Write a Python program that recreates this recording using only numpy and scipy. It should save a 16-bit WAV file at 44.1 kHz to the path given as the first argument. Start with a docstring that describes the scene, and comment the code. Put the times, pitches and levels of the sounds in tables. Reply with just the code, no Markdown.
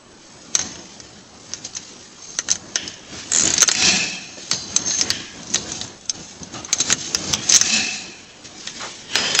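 """Low bench rumble, hiss and rubbing steel, then sharp clicks: a steel bar wedged between the studs of a
strut mount twists it to and fro in a tiled workshop. Clicks are noise bursts through resonances, the walls
decaying noise; rubs, swelling tails and bench are patchy noise through modes; a small tool rings as a sine.
One narrow-band phone microphone ducks after loud moments and clips."""
import sys
import numpy as np
from scipy import signal
from scipy.fft import rfft, irfft, next_fast_len
from scipy.io import wavfile
from scipy.ndimage import uniform_filter1d, map_coordinates

SR = 44100
rng = np.random.default_rng(int(sys.argv[2]) if len(sys.argv) > 2 else 0)


def pcm_store(signal):
    """Save signal as 16-bit PCM."""
    levels = np.round(np.clip(np.atleast_2d(signal), -1, 1) * 32767)
    wavfile.write(sys.argv[1], SR, levels.astype(np.int16).T)


N = 414540
STEP = 64  # samples between control values

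# steel contacts: start_s, level_db, centre_hz, plate_db (levels before the trims in clicks())
CONTACTS = [(0.552, 2.5, 6250, -18), (0.592, -8, 5930, -11.5), (0.614, -13.5, 5620, -11.5),
            (0.7564, -27, 6550, -1.5), (1.0012, -20.5, 5220, -15), (1.518, -24.5, 4600, -12),
            (1.5355, -7, 5690, -20), (1.6487, -17.5, 6400, -27.5), (1.736, -23.5, 4600, -20.5),
            (1.7505, -18.5, 6170, -25.5), (1.769, -20.5, 5560, -19), (2.304, -24, 6240, -26),
            (2.318, -27, 6450, -25.5), (2.351, -23.5, 5000, -24), (2.368, -24.5, 5470, -24.5),
            (2.388, -1.5, 6050, -12.5), (2.487, -10, 6120, -6), (2.504, -2.5, 5620, -25),
            (2.5143, 1, 6100, -37), (2.523, -8, 6260, -30.5), (2.5558, -14, 6100, -9),
            (2.7572, -0.5, 5500, -12), (2.8779, -12.5, 5120, -18.5), (2.939, -26, 5870, -20.5),
            (2.994, -28.5, 5950, -21), (3.58, 2, 4600, -22.5), (3.6057, 0, 6020, -31.5),
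            (3.6125, -1, 6520, -19), (3.6202, 6.5, 6200, -16), (3.6275, -3, 5610, -12),
            (3.6289, 3, 6240, -10), (3.678, -1.5, 6380, -25.5), (3.681, -0.5, 6240, -26),
            (3.688, 4, 4170, -12), (3.7148, 1.5, 7000, -13), (3.751, 0.5, 2600, -28), (3.824, 0, 2680, -15),
            (4.5139, 1.5, 4330, -17.5), (4.545, -16.5, 6220, -26.5), (4.7635, 3.5, 6480, -28.5),
            (4.882, -17, 6140, -23.5), (4.9085, -6.5, 4150, -20), (4.9873, -8.5, 6240, -25),
            (4.996, -7.5, 6300, -21.5), (5.012, 2, 5520, -26), (5.1036, 2, 4520, -14),
            (5.432, -22, 5950, -30), (5.471, -23.5, 6250, -32), (5.502, -17.5, 6300, -28.5),
            (5.539, -10.5, 6220, -25.5), (5.5448, 1.5, 6310, -18), (5.558, 0.5, 4100, -17),
            (5.7193, -9.5, 6400, -38.5), (5.8136, -7.5, 4280, -19), (5.878, -23, 6250, -32),
            (6.011, -31, 6260, -30), (6.056, -27.5, 6400, -27.5), (6.096, -2, 5680, -35.5),
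            (6.432, -16.5, 6040, -48), (6.6473, -16.5, 6370, -17.5), (6.7293, 3.5, 6490, -20),
            (6.7854, -12.5, 6300, -31), (6.8028, 1, 6680, -29.5), (6.735, -10, 6140, -21),
            (6.9023, -2, 2920, -10), (6.912, -5.5, 6040, -18), (6.9253, 1.5, 6650, -13),
            (7.1476, 2, 5470, -15), (7.2972, -17, 6160, -30.5), (7.33, -7.5, 5500, -24),
            (7.349, -9.5, 5500, -26), (7.3371, 5, 3260, -26.5), (7.435, -17.5, 6600, -32.5),
            (7.492, -1.5, 6170, -30.5), (7.4966, 1.5, 6100, -37.5), (7.506, -7, 6280, -38.5),
            (7.5222, 2.5, 5380, -20), (7.5395, 2, 6040, -23), (7.546, 1, 5680, -17.5),
            (7.5519, 1.5, 5940, -28.5), (7.5605, 4.5, 6740, -34), (7.5624, 4, 5800, -23),
            (7.568, 5, 6590, -32), (7.6129, 5, 5460, -18), (8.6738, -11, 3610, -12),
            (8.709, -28, 5600, -20.5), (9.1555, 0.5, 3820, -7), (9.35, 1, 6600, -13),
            (9.3902, 6, 3620, -11)]
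# modes of the steel bar: centre_hz, width_hz, level_db
BAR_MODES = [(6260, 143, -4), (5560, 100, -11.5), (4090, 200, -16), (6400, 195, -3)]


def amp(db):
    """Decibels to amplitude."""
    return 10 ** (np.asarray(db) / 20)


def unit(x):
    """Scale to an RMS of one."""
    return x / np.sqrt(np.mean(x ** 2) + 1e-20)


def along(points, hz):
    """Interpolate (Hz, value) points on a log frequency axis."""
    f, v = np.transpose(points)
    return np.interp(np.log(hz + 1), np.log(f + 1), v)


def wobble(knots_per_s):
    """Smooth random curve."""
    knots = rng.standard_normal(int(N * knots_per_s / SR) + 4)
    return map_coordinates(knots, [np.arange(N) * knots_per_s / SR])


def filtered(x, response):
    """Multiply the spectrum of x by a response of frequency."""
    m = next_fast_len(len(x) + 4096)
    return irfft(rfft(x, m) * response(np.fft.rfftfreq(m, 1 / SR)), m)[:len(x)]


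def modes(table):
    """Causal response of parallel resonances with alternating polarity."""
    def response(f):
        total = 0
        for k, (centre, width, db) in enumerate(table):
            damping = 1j * f * width
            total = total + (-1) ** k * amp(db) * damping / (centre * centre - f * f + damping)
        return total
    return response


def coloured(x, spectrum):
    """Shape x by a (Hz, dB) curve, at unit RMS."""
    return unit(filtered(x, lambda hz: amp(along(spectrum, hz))))


def patchy(depth_db):
    """Noise whose gain varies in narrow patches over time and frequency."""
    z = signal.stft(rng.standard_normal(N), nperseg=1024)[2]
    over_hz = uniform_filter1d(rng.standard_normal(z.shape), 3, 0)
    field = unit(uniform_filter1d(over_hz, 7, 1))
    return unit(signal.istft(z * amp(depth_db * field), nperseg=1024)[1][:N])


def swell(peak_s, rise_s, fall_s, db):
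    """Control gain straight in dB: rise_s and fall_s per 20 dB, at least 12 and 25 ms."""
    t = np.arange(0, N + STEP, STEP) / SR - peak_s
    return amp(db - 20 * np.where(t < 0, -t / max(rise_s, .012), t / max(fall_s, .025)))


def per_sample(control):
    """Interpolate control values to every sample."""
    return np.interp(np.arange(N) / STEP, np.arange(len(control)), control)


def air():
    """Workshop air and microphone hiss: patchy coloured noise."""
    # hiss spectrum: freq_hz, level_db
    hiss = [(24, -7), (40, -8.5), (200, -0.5), (1120, -7.5), (1310, -8), (1430, -10), (2000, -15.5),
            (7300, -20), (7960, -10), (10200, -43), (17300, -120)]
    return amp(-48) * coloured(patchy(3.5), hiss)


def rubbing():
    """Steel rubs on steel and, after the loudest clicks, a noisy tail swells; bar, plate and bench join in."""
    # rubs and swells: peak_s, rise_s, fall_s, rub_db, bar_db over rub, plate_db over rub
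    strokes = [(0.38, 0.6, 1, -46.5, -4.5, -6), (0.599, 0.08, 0.23, -32.5, 3, -2),
               (0.92, 0.5, 1.7, -45, -9.5, -6.5), (1.4, 0, 1, -48, -8.5, -9.5),
               (1.55, 0.18, 0.4, -41.5, -9.5, -5.5), (1.651, 0, 0.05, -31.5, -4, -12),
               (1.769, 0.01, -0.03, -30, 0.5, -4.5), (1.82, 0.35, 1.2, -43, -6, -6),
               (2.229, 0.04, 0.6, -42, 4.5, -12), (2.529, 0.08, 0.05, -28.5, -4, -7.5),
               (2.77, 0.1, 0.37, -47, -4.5, 0.5), (2.9, 1, 0.2, -42, -7, -8),
               (3.13, 0, 0.5, -42.5, -12, -3.5), (3.18, 0.17, 0.3, -35.5, -10, -1),
               (3.342, 0.06, 0.5, -27.5, -12.5, -12), (3.46, 0.13, 0.31, -23.5, -11.5, -3.5),
               (3.586, 0.18, -0.03, -24, -8, -2.5), (3.879, 0.1863, 0.25, -12.5, -17, -5.5),
               (4.38, -2.3, 0.5, -39, -10, -6.5), (4.532, -0.17, 0.06, -24.5, -5, -8),
               (4.74, 0.97, 0.5, -41, 5.5, -2), (4.79, -0.47, 0.13, -43.5, 14.5, -11.5),
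               (4.887, 0.04, 0.21, -28.5, 11, -3), (4.995, 0, 0, -32.5, 12.5, -6),
               (5.03, -0.6, 0.22, -38, -2.5, -8.5), (5.128, 0.7, 0.38, -35.5, -11, 1),
               (5.569, 0.2, 0.1, -32, -3.5, -12.5), (5.74, 0.3, 0.24, -35, -3, -2.5),
               (5.849, 0.56, 0.05, -33, -8, -16), (6.14, -0.14, 0.5, -39, -1, -5),
               (6.5, 6, 1, -48.5, -5.5, -4.5), (6.544, 0.03, 0.14, -34, -4, -8.5),
               (6.76, -0.44, 0.03, -38, 9, -12.5), (6.812, 0.03, 0, -23.5, 5.5, -6.5),
               (6.919, 0.21, -0.03, -22, -10.5, -8), (7.008, 0.17, 0.5, -31.5, 0, -6),
               (7.315, 0.3, 0.06, -26.5, -5, -15.5), (7.37, 0.62, 1.05, -37.5, -8.5, 3),
               (7.56, 0.09, -0.0144, -16, -1.5, -5.5), (7.739, 0.29, 0.276, -16.5, -15, -7.5),
               (8.449, -0.1, 0.1, -40, -7.5, -2), (8.699, 0.5, -5.2, -38.5, -9.5, -5),
               (8.831, 0.3, 0.35, -33, -10, -3), (9.149, -0.2, -0.5, -38, -18.5, -1.5),
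               (9.171, 0.11, 2.8, -27, -16, 3.5), (9.4, 0.1, 1, -30.5, -16, 2)]
    # rubbing spectrum: freq_hz, level_db
    rub_spectrum = [(1760, -28), (3000, -14), (4120, -3), (4770, -2.5), (5760, -1), (7050, -2.5),
                    (7500, -5), (7960, -11.5), (10200, -35), (17300, -120)]
    # plate: centre_hz, width_hz, level_db
    rub_plate_modes = [(1750, 150, 0.5), (3230, 1020, 4), (2030, 970, 1.5), (1220, 1400, -6.5)]
    # bench: centre_hz, width_hz, level_db
    bench_modes = [(99.7, 41, -3.5), (191, 58, 1), (338.5, 89, -6.5), (64.6, 2.3, -14.5), (455, 690, -11),
                   (748, 6.1, -2)]
    # weighting of the bench modes: freq_hz, level_db
    rumble_spectrum = [(20, -27.5), (60, 3.5), (100, -1), (1500, -1.7)]
    # slow level of the bench rumble: time_s, level_db
    bench_load = [(0, -4.5), (0.35, -8), (0.7, -0.5), (1.4, -0.5), (1.65, -4), (2.2, -10), (2.45, -2.5),
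                  (2.9, 1.5), (3.25, -3.5), (3.42, 3), (3.6, 0), (3.75, -7.5), (4, -1.5), (4.4, -3),
                  (4.6, 1.5), (5.5, 1.5), (5.75, 0), (6.2, -1.5), (6.85, -0.5), (7.05, -2), (7.35, 4),
                  (7.6, -9.5), (8.05, -4), (8.6, -6), (9.1, -9), (9.4, -7.5)]

    power = np.array([swell(*row[:4]) ** 2 for row in strokes])
    shares = amp([(0, bar_db, plate_db) for *_, bar_db, plate_db in strokes]) ** 2
    rub_gain, bar_gain, plate_gain = map(per_sample, np.sqrt(shares.T @ power))

    drive = np.hypot(rub_gain, plate_gain)
    rest_db, driven_db, growth = -54, -41.5, 0.69  # driven: at a drive of -40 dB; growth: dB per dB
    bench_gain = np.hypot(amp(rest_db), amp(driven_db) * (drive / amp(-40)) ** growth)
    load_db = np.interp(np.arange(N) / SR, *np.transpose(bench_load))
    bench_gain *= amp(load_db + 1.27 * wobble(5) + 2.8 * wobble(14))

    flicker = amp(1.4 * wobble(180) + wobble(30))
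    rub = rub_gain * coloured(flicker * patchy(3), rub_spectrum)
    bar = bar_gain * unit(filtered(flicker * patchy(1.1), modes(BAR_MODES)))
    plate = plate_gain * unit(filtered(flicker * patchy(3.5), modes(rub_plate_modes)))
    bench = bench_gain * coloured(filtered(patchy(2), modes(bench_modes)), rumble_spectrum)
    return rub + bar + plate + bench


def clicks():
    """Each contact fades in faintly, cracks and crackles out: broad crack, bright centre, plate, bar ring."""
    # mount plate: centre_hz, width_hz, level_db
    plate_modes = [(1530, 470, 9), (1866, 130, 14.5), (3100, 1350, 5), (396, 290, 3.5)]
    crackle_t60_s, broad_db, ring_db = 0.053, -9.5, 8.5
    bar_hz = 6230
    lead = SR // 50
    out, t = np.zeros(N + SR), np.arange(-lead, SR // 8) / SR
    after = np.maximum(t, 0)
    rows = [(*row, crackle_t60_s, broad_db, ring_db) for row in CONTACTS] + chatter()
    for s, db, hz, plate_db, t60, crack_db, bar_db in rows:
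        lead_in = amp(-27 + 60 * t / .03) * (t < 0)
        decay = amp(-60 * after / 0.0064) + amp(-11 - 60 * after / t60)
        attack = 1 - np.exp(-after / 0.00039)
        crackle = rng.standard_normal(len(t)) * (lead_in + decay * attack)
        crackle[lead + 8] += amp(12)  # first touch

        centre = modes([(hz, 1300, 0)])
        dull_db = 12 * max(np.log(bar_hz / hz), 0)  # lower centres crack more broadly
        broad = modes([(5440, 3150, crack_db + dull_db)])
        ring = amp(bar_db - 16 * abs(np.log(hz / bar_hz)))  # off-centre blows miss the bar's main mode
        bright = filtered(crackle, lambda f: centre(f) ** 2 + broad(f) + ring * modes(BAR_MODES)(f))
        plate = filtered(crackle, modes(plate_modes))
        sound = bright / np.abs(bright).max() + amp(plate_db + 4.5) * plate / np.abs(plate).max()
        out[round(s * SR) - lead:][:len(t)] += amp(db - 0.29) * sound
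    return out[:N]


def walls(x):
    """Tiled walls answer with decaying noise; each frequency dies at its own speed."""
    # decay: freq_hz, t60_s
    wall_decay = [(300, 0.049), (2000, 0.068), (8000, 0.016)]
    hz, t, z = signal.stft(rng.standard_normal(SR // 2), SR, nperseg=256)
    decay = amp(-60 * t / along(wall_decay, hz)[:, None])
    tail = signal.istft(z * decay, SR, nperseg=256)[1]
    delayed = np.pad(x, (200, 0))  # samples
    return signal.fftconvolve(delayed, tail / np.linalg.norm(tail))[:N]


def rattle():
    """After some blows the studs rasp and the cup sounds hollow: decaying noise through their modes."""
    # lingering blows: start_s, t60_s, studs_db, cup_db
    linger = [(2.758, 0.84, -51.5, -28.5), (4.516, 0.74, -25.5, -51.5), (5.106, .7, -49, -27.5)]
    # studs: centre_hz, width_hz, level_db
    stud_modes = [(4090, 56, 1), (4650, 110, 1.5), (5050, 160, -4.5), (6300, 150, -1)]
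    # hollow under the mount's cup: centre_hz, width_hz, level_db
    cup_modes = [(1690, 150, -2), (3100, 390, 0), (5330, 130, -3), (5970, 80, -3)]
    out, t = np.zeros(N + SR), np.arange(SR // 2) / SR
    for s, t60, studs_db, cup_db in linger:
        for table, db in (stud_modes, studs_db), (cup_modes, cup_db):
            rasp = unit(filtered(rng.standard_normal(len(t)), modes(table)))
            out[round(s * SR):][:len(t)] += amp(db - 60 * t / t60) * rasp
    return out[:N]


def chatter():
    """Click rows as the bar skips down a stud's thread, fast and then slowing."""
    # skips: skip_number, wait_ms to the next, centre_hz
    skips = [(0, 16, 7300), (2, 11.9, 6800), (7, 12.1, 6700), (12, 34.2, 6900)]
    start_s, level_db, plate_db, t60_s = 3.3189, -1.5, -18.5, 0.039
    broad_db, broadens_db, ring_db = -19.5, 0.5, 4  # broadens_db: per skip away from the middle
    skip, ms, hz = np.transpose(skips)
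    waits = np.exp(np.interp(np.arange(13), skip, np.log(ms))) / 1000
    rows = []
    for k, s in enumerate(start_s + np.r_[0, np.cumsum(waits)]):
        crack_db = broad_db + broadens_db * abs(k - len(waits) / 2)
        db = level_db + rng.normal(0, 1)
        rows.append((s, db, np.interp(k, skip, hz), plate_db, t60_s, crack_db, ring_db))
    return rows


def ringing():
    """A ringing swells and sinks twice: patchy noise through resonances."""
    # ringing swells: peak_s, level_db
    swells = [(3.896, -16.5), (7.76, -20)]
    # resonances: centre_hz, width_hz, level_db
    ringing_modes = [(2610, 64, 4.5), (2433, 65, 0.5), (1720, 170, -8.5), (4160, 160, -3), (741, 49, -6.5),
                     (5600, 260, -7.5)]
    rise_s, fall_s = 0.23, 0.32  # per 20 dB
    gain = per_sample(sum(swell(s, rise_s, fall_s, db) for s, db in swells))
    return gain * unit(filtered(patchy(1.9), modes(ringing_modes)))


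def aftersound():
    """Dull blows land on the mount, which rings on around their centre as decaying noise."""
    dull_hz, width_hz, under_db, t60_s = 4380, 350, -35.5, 0.39
    out, t = np.zeros(N + SR), np.arange(SR // 2) / SR
    for s, db, hz, _ in CONTACTS:
        if hz < dull_hz:
            body = modes([(hz, width_hz, 0)])
            ring = unit(filtered(rng.standard_normal(len(t)), lambda f: body(f) ** 2))
            out[round(s * SR):][:len(t)] += amp(db + under_db - 60 * t / t60_s) * ring
    return out[:N]


def low_and_soft():
    """Low and soft noise through resonances: thuds, the low hum of the swells, the body of a knock."""
    # low and soft sounds: start_s, level_db, centre_hz, width_hz (of each of two passes), t60_s
    soft_sounds = [(3.83, -24.5, 185, 45, 0.98), (4.37, -27, 350, 400, 0.085), (6.4, -28.5, 183, 283, 0.2),
                   (6.68, -31.5, 1200, 1800, .24), (7.7, -28, 209, 45.3, 0.83),
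                   (8.799, -24.5, 1460, 1700, 0.2), (8.826, -25, 764, 1310, 0.23),
                   (9.156, -28, 496, 900, 1.9), (9.158, -37, 152, 70, 1.4)]
    out, t = np.zeros(N + SR), np.arange(SR // 2) / SR
    attack = 1 - np.exp(-t / 0.0094)
    for s, db, hz, width, t60 in soft_sounds:
        body = modes([(hz, width, 0)])
        puff = unit(filtered(rng.standard_normal(len(t)), lambda f: body(f) ** 2))
        out[round(s * SR):][:len(t)] += amp(db - 60 * t / t60) * attack * puff
    return out[:N]


def nudge():
    """A soft push on the strut's hollow housing: a short puff of noise in its modes."""
    # housing: centre_hz, width_hz, level_db
    housing_modes = [(315, 22, -4.5), (745, 35, 3.5), (1255, 71, -1.5), (2850, 350, -10.5),
                     (4050, 130, -12)]
    start_s, level_db, t60_s = 6.541, -29, 0.31
    after = np.maximum(np.arange(N) / SR - start_s, 0)
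    envelope = amp(level_db - 60 * after / t60_s) * (1 - np.exp(-after / 0.0067))
    return envelope * unit(filtered(rng.standard_normal(N), modes(housing_modes)))


def tool():
    """A small tool rings when knocked: one decaying sine mode, slightly unsteady in strength."""
    # knocks: start_s, level_db, pitch_hz, t60_s
    knocks = [(9.158, -21.5, 5068, 1.0), (9.353, -26, 5068, 1.6)]
    t = np.arange(N) / SR
    ring = np.zeros(N)
    for s, db, hz, t60 in knocks:
        ring += (t > s) * amp(db - 60 * np.abs(t - s) / t60) * np.sin(2 * np.pi * hz * t)
    return ring * amp(2.5 * wobble(55))


def scene():
    """Sum all sources; the walls answer the clicks only."""
    steel = clicks()
    mono = air() + rubbing() + steel + amp(-14) * walls(steel) + rattle()
    mono += ringing() + aftersound() + low_and_soft() + nudge() + tool()
    return np.array([mono, mono])


def record(dry):
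    """Narrow-band notched microphone, gain ducking just after loud moments, then clipping."""
    mic_hz, top_hz = 8010, 15800  # clipping splatter reaches from mic_hz up to top_hz
    notch_hz, notch_width_hz, notch_depth = 7640, 116, 0.99  # a narrow band is missing near the top

    def microphone(hz):
        notch = notch_depth * np.exp(-((hz - notch_hz) / notch_width_hz) ** 2)
        return (hz < mic_hz) * (1 - notch)

    narrow = filtered(dry[0], microphone)
    t = np.arange(SR // 2) / SR
    memory = (1 - np.exp(-t / 0.025)) * np.exp(-t / 0.11)
    mean_power = np.abs(signal.fftconvolve(narrow ** 2, memory / memory.sum())[:N])
    knee_power = amp(-25.5)
    ducked = narrow / (1 + mean_power / knee_power) ** 0.34
    mono = filtered(np.clip(ducked, -1, 1), lambda hz: hz < top_hz)
    return np.array([mono, mono])


dry = scene()
out = record(dry)
pcm_store(out)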